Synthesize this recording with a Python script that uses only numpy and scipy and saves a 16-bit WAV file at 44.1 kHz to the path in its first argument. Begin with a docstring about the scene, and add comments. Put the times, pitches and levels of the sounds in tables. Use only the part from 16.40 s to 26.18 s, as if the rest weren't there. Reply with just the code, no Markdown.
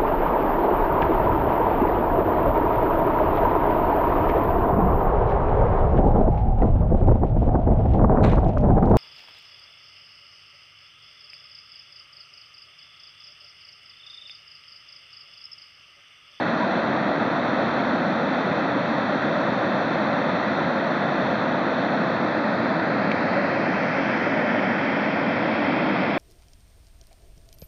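"""Steam vent in an open field

Steam roars steadily from a heap of stones, some metres from a hand-held camera; nothing echoes.
The turbulent jet hisses, whistles once, and rings the hollow under the heap and its narrow throat.
Late on the camera turns away, which recolours the treble, and its body ticks once in the hand."""
import sys
import numpy as np
from scipy import signal
from scipy.fft import rfft, irfft
from scipy.io import wavfile
from scipy.ndimage import uniform_filter1d

SR = 44100
rng = np.random.default_rng(int(sys.argv[2]) if len(sys.argv) > 2 else 0)


def put_to_file(sound):
    """Save the sound as 16-bit audio at rate SR, in the file named by the first command-line argument."""
    columns = np.atleast_2d(sound).T  # one column per channel
    safe = np.clip(columns, -1, 1)
    whole_steps = np.round(safe * 32767)
    wavfile.write(sys.argv[1], SR, whole_steps.astype(np.int16))


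N = 431298
TIME_S = np.arange(N) / SR
FREQ_HZ = np.fft.rfftfreq(N, 1 / SR)


def undb(db):
    """Decibels to gain."""
    return 10 ** (np.asarray(db) / 20)


def colour(points, hz):
    """Gain at hz of (frequency [Hz], level [dB]) points joined on a log-frequency axis."""
    points_hz, points_db = np.transpose(points)
    return undb(np.interp(np.log(hz + 1e-9), np.log(points_hz), points_db))


def resonance(centre_hz, width_hz):
    """Gain spectrum of a flat-topped, steep-sided resonance."""
    detune = (FREQ_HZ ** 2 - centre_hz ** 2) / (FREQ_HZ * width_hz + 1e-9)
    return 1 / np.hypot(1, detune ** 2)


def turbulence(spectrum, steady_s):
    """Shaped noise, rms held near 1 over spans of steady_s."""
    noise = irfft(rfft(rng.standard_normal(N)) * spectrum, N)
    return noise / np.sqrt(uniform_filter1d(noise ** 2, int(steady_s * SR)))


def wander(rate_hz):
    """Random values at rate_hz, linearly joined; zero mean, unit spread."""
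    drift = np.interp(TIME_S * rate_hz, np.arange(N), rng.standard_normal(N))
    return (drift - drift.mean()) / drift.std()


# Mixing noise of the free jet: (frequency [Hz], relative density [dB])
JET_SPECTRUM = [(30, -37), (60, -22.5), (110, -3), (155, 1.5), (325, -1), (415, -7.5), (485, -1.5),
                (860, 1.5), (1120, -1.5), (1380, 0.3), (1620, -2.5), (1920, -3), (2620, -7), (2800, -13.5),
                (3300, -16), (4200, -19.5), (5800, -33), (7000, -45.5), (7600, -57.5)]


def vent(surge_rate_hz=5, steady_s=0.2):
    """Constant flow with small random surges: the jet and the two resonances it drives."""
    jet = colour(JET_SPECTRUM, FREQ_HZ)
    hollow = resonance(centre_hz=238, width_hz=144)
    throat = resonance(centre_hz=592, width_hz=221)
    turn_steps = bearing(TIME_S)

    def flow(spectrum, level_db, surge_db, db_per_step):
        db = level_db + surge_db * wander(surge_rate_hz) + db_per_step * turn_steps
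        return undb(db) * turbulence(spectrum, steady_s)

    return (flow(jet, level_db=-26.5, surge_db=0.22, db_per_step=-0.12)
            + flow(hollow, level_db=-28.6, surge_db=0.14, db_per_step=0.05)
            + flow(throat, level_db=-29.5, surge_db=0.4, db_per_step=-0.22))


def bell(peak_s, half_s):
    """Gaussian envelope, down to 1/e at half_s from its peak."""
    return np.exp(-((TIME_S - peak_s) / half_s) ** 2)


# Edge tone: (time [s], frequency [Hz], half length [s], level [dB])
WHISTLES = [(0.227, 978, 0.021, -23.5)]


def whistles():
    """Steam catches on an edge of the mouth and sings for an instant."""
    return sum(undb(db) * bell(peak_s, half_s) * np.sin(2 * np.pi * hz * TIME_S)
               for peak_s, hz, half_s, db in WHISTLES)


# Resonant swells: (time [s], centre [Hz], width [Hz], half length [s], level [dB])
SWELLS = [ (0.68, 622, 30, 0.098, -35), (1.6, 256, 45, 0.17, -31.5), (2.92, 595, 65, 0.13, -29.5),
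          (3.0, 1500, 700, 0.4, -40), (3.72, 560, 35, 0.08, -35), (5.552, 242, 40, 0.13, -34),
          (6.253, 246, 50, 0.14, -33.5), (7.02, 562, 24, 0.22, -31.5), (8.0, 600, 40, 0.28, -33),
          (8.12, 235, 40, 0.22, -33), (8.12, 1830, 160, 0.22, -44), (9.45, 274, 46, 0.41, -32), ]


def swells(steady_s=0.086):
    """The flow locks on to a resonance, which hoots or rasps for a few tenths of a second."""
    return sum(undb(db) * bell(peak_s, half_s) * turbulence(resonance(centre_hz, width_hz), steady_s)
               for peak_s, centre_hz, width_hz, half_s, db in SWELLS)


# Camera turn: (time [s], bearing [steps])
TURN = [(0, 0), (5.45, 0), (5.9, .45), (6.35, 1), (6.92, 2), (7.62, 3), (8.25, 4), (8.75, 4.4), (9.15, 4.8),
        (9.55, 5)]


def bearing(times_s):
    """Camera bearing in steps: 0 facing the vent, 5 facing away."""
    return np.interp(times_s, *np.transpose(TURN))


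# Camera body response at bearings 0 to 5: (frequency [Hz], gain [dB])
FACING = [(900, 1), (1150, 1.5), (1950, 0.67), (2250, -6.5), (2600, -4.5), (3200, -1.6), (3550, 5),
          (3920, 2.5), (4380, 2.5), (4740, -6.5), (5280, -7.5), (5650, 1.5), (5950, 2), (6300, 0),
          (7000, -1)]
ASKEW = [(900, 1.4), (1150, .8), (1800, 2.5), (2250, -3.5), (2550, -4.5), (3250, -4.5), (3500, 2),
         (3800, 1.2), (4380, 3), (4680, 1), (4980, -2.5), (5320, -7), (5700, -1.6), (6300, -2.5), (6750, 0)]
OBLIQUE = [(900, .9), (1150, 0), (1900, 3.8), (2300, -1.3), (2650, .5), (3150, -2), (3440, -7), (3720, -.7),
           (4350, 5.8), (4570, .8), (4880, 2.2), (5400, -1.3), (6000, -.3), (6900, -.3), (7300, -2.5)]
SIDE_ON = [(900, 1), (1150, -0.8), (1920, 4.5), (2150, 3), (2520, .8), (3180, 4.5), (3580, -3.5),
           (3980, -2.5), (4400, -1.5), (4750, 2.5), (5050, 3.6), (5500, 4), (6000, 5), (6300, -.2),
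           (7000, -2)]
OBLIQUE_REAR = [(900, 1), (1150, -1.5), (1830, 4.8), (2270, 2.8), (2630, -1), (3060, 5.5), (3700, -4.3),
                (4220, -5.6), (4570, -.8), (5000, 1.5), (5480, 3.7), (5950, 1), (6290, -4.3), (6750, 1),
                (7350, -3.5)]
AWAY = [(900, 1.3), (1180, 0), (1830, 1), (2320, 3.6), (2560, 1.7), (3270, 5.3), (3780, -.3), (4140, -1.7),
        (4400, 1), (4780, 1), (5260, 5), (5640, -3.7), (6200, -3.6), (6800, -4.2), (7350, -6)]


def diffraction(sound, frame_samples=1024):
    """Sound bends round the camera body; peaks and dips slide as the bearing changes."""
    hz, times_s, frames = signal.stft(sound, SR, nperseg=frame_samples)
    responses = np.array([FACING, ASKEW, OBLIQUE, SIDE_ON, OBLIQUE_REAR, AWAY])
    offset_steps = bearing(times_s)[:, None] - np.arange(len(responses))
    weights = np.maximum(1 - abs(offset_steps), 0)  # blend the two nearest bearings
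    blended = np.tensordot(weights, responses, 1)
    gains = np.transpose([colour(points, hz) for points in blended])
    return signal.istft(frames * gains, SR, nperseg=frame_samples)[1][:N]


# Grip slip: (time [s], level [dB])
TICKS = [(6.7158, -12.7)]
# Camera body modes: (frequency [Hz], relative level [dB], T60 [s])
BODY_MODES = [(2340, -3, 0.016), (2580, -3.5, 0.012), (3130, -8, 0.012), (3800, -12, 0.012),
              (4400, -20, 0.009), (6100, -24, 0.006)]


def ticks(crack_db=-15, crack_s=0.0013, contact_s=0.0005):
    """The plastic body slips in the grip: a short crack, and its modes ring briefly."""
    out = np.zeros(N)
    grit = turbulence(resonance(centre_hz=2900, width_hz=1300), steady_s=10 * crack_s)
    for start_s, db in TICKS:
        age_s = np.maximum(TIME_S - start_s, 0)
        ring = sum(undb(mode_db - 60 * age_s / t60_s) * np.sin(2 * np.pi * hz * age_s)
                   for hz, mode_db, t60_s in BODY_MODES)
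        crack = undb(crack_db) * grit * np.exp(-age_s / crack_s)
        onset = 1 - np.exp(-(age_s / contact_s) ** 2)  # rounded by the soft grip
        out += undb(db) * (ring + crack) * onset
    return out


def scene():
    """Mono mix: the vent arrives through the air, the tick straight through the camera body."""
    steam = vent() + whistles() + swells()
    return (diffraction(steam) + ticks())[None]


def record(dry, low_cut_hz=38, notch_hz=2890, notch_width_hz=230, high_cut_hz=7300):
    """The camera cuts the deepest bass, one narrow treble band and the top."""
    x = signal.sosfilt(signal.butter(2, low_cut_hz, "high", fs=SR, output="sos"), dry)
    x = signal.lfilter(*signal.iirnotch(notch_hz, notch_hz / notch_width_hz, fs=SR), x)
    return signal.sosfilt(signal.ellip(8, 0.2, 70, high_cut_hz, fs=SR, output="sos"), x)


dry = scene()
out = record(dry)
put_to_file(out)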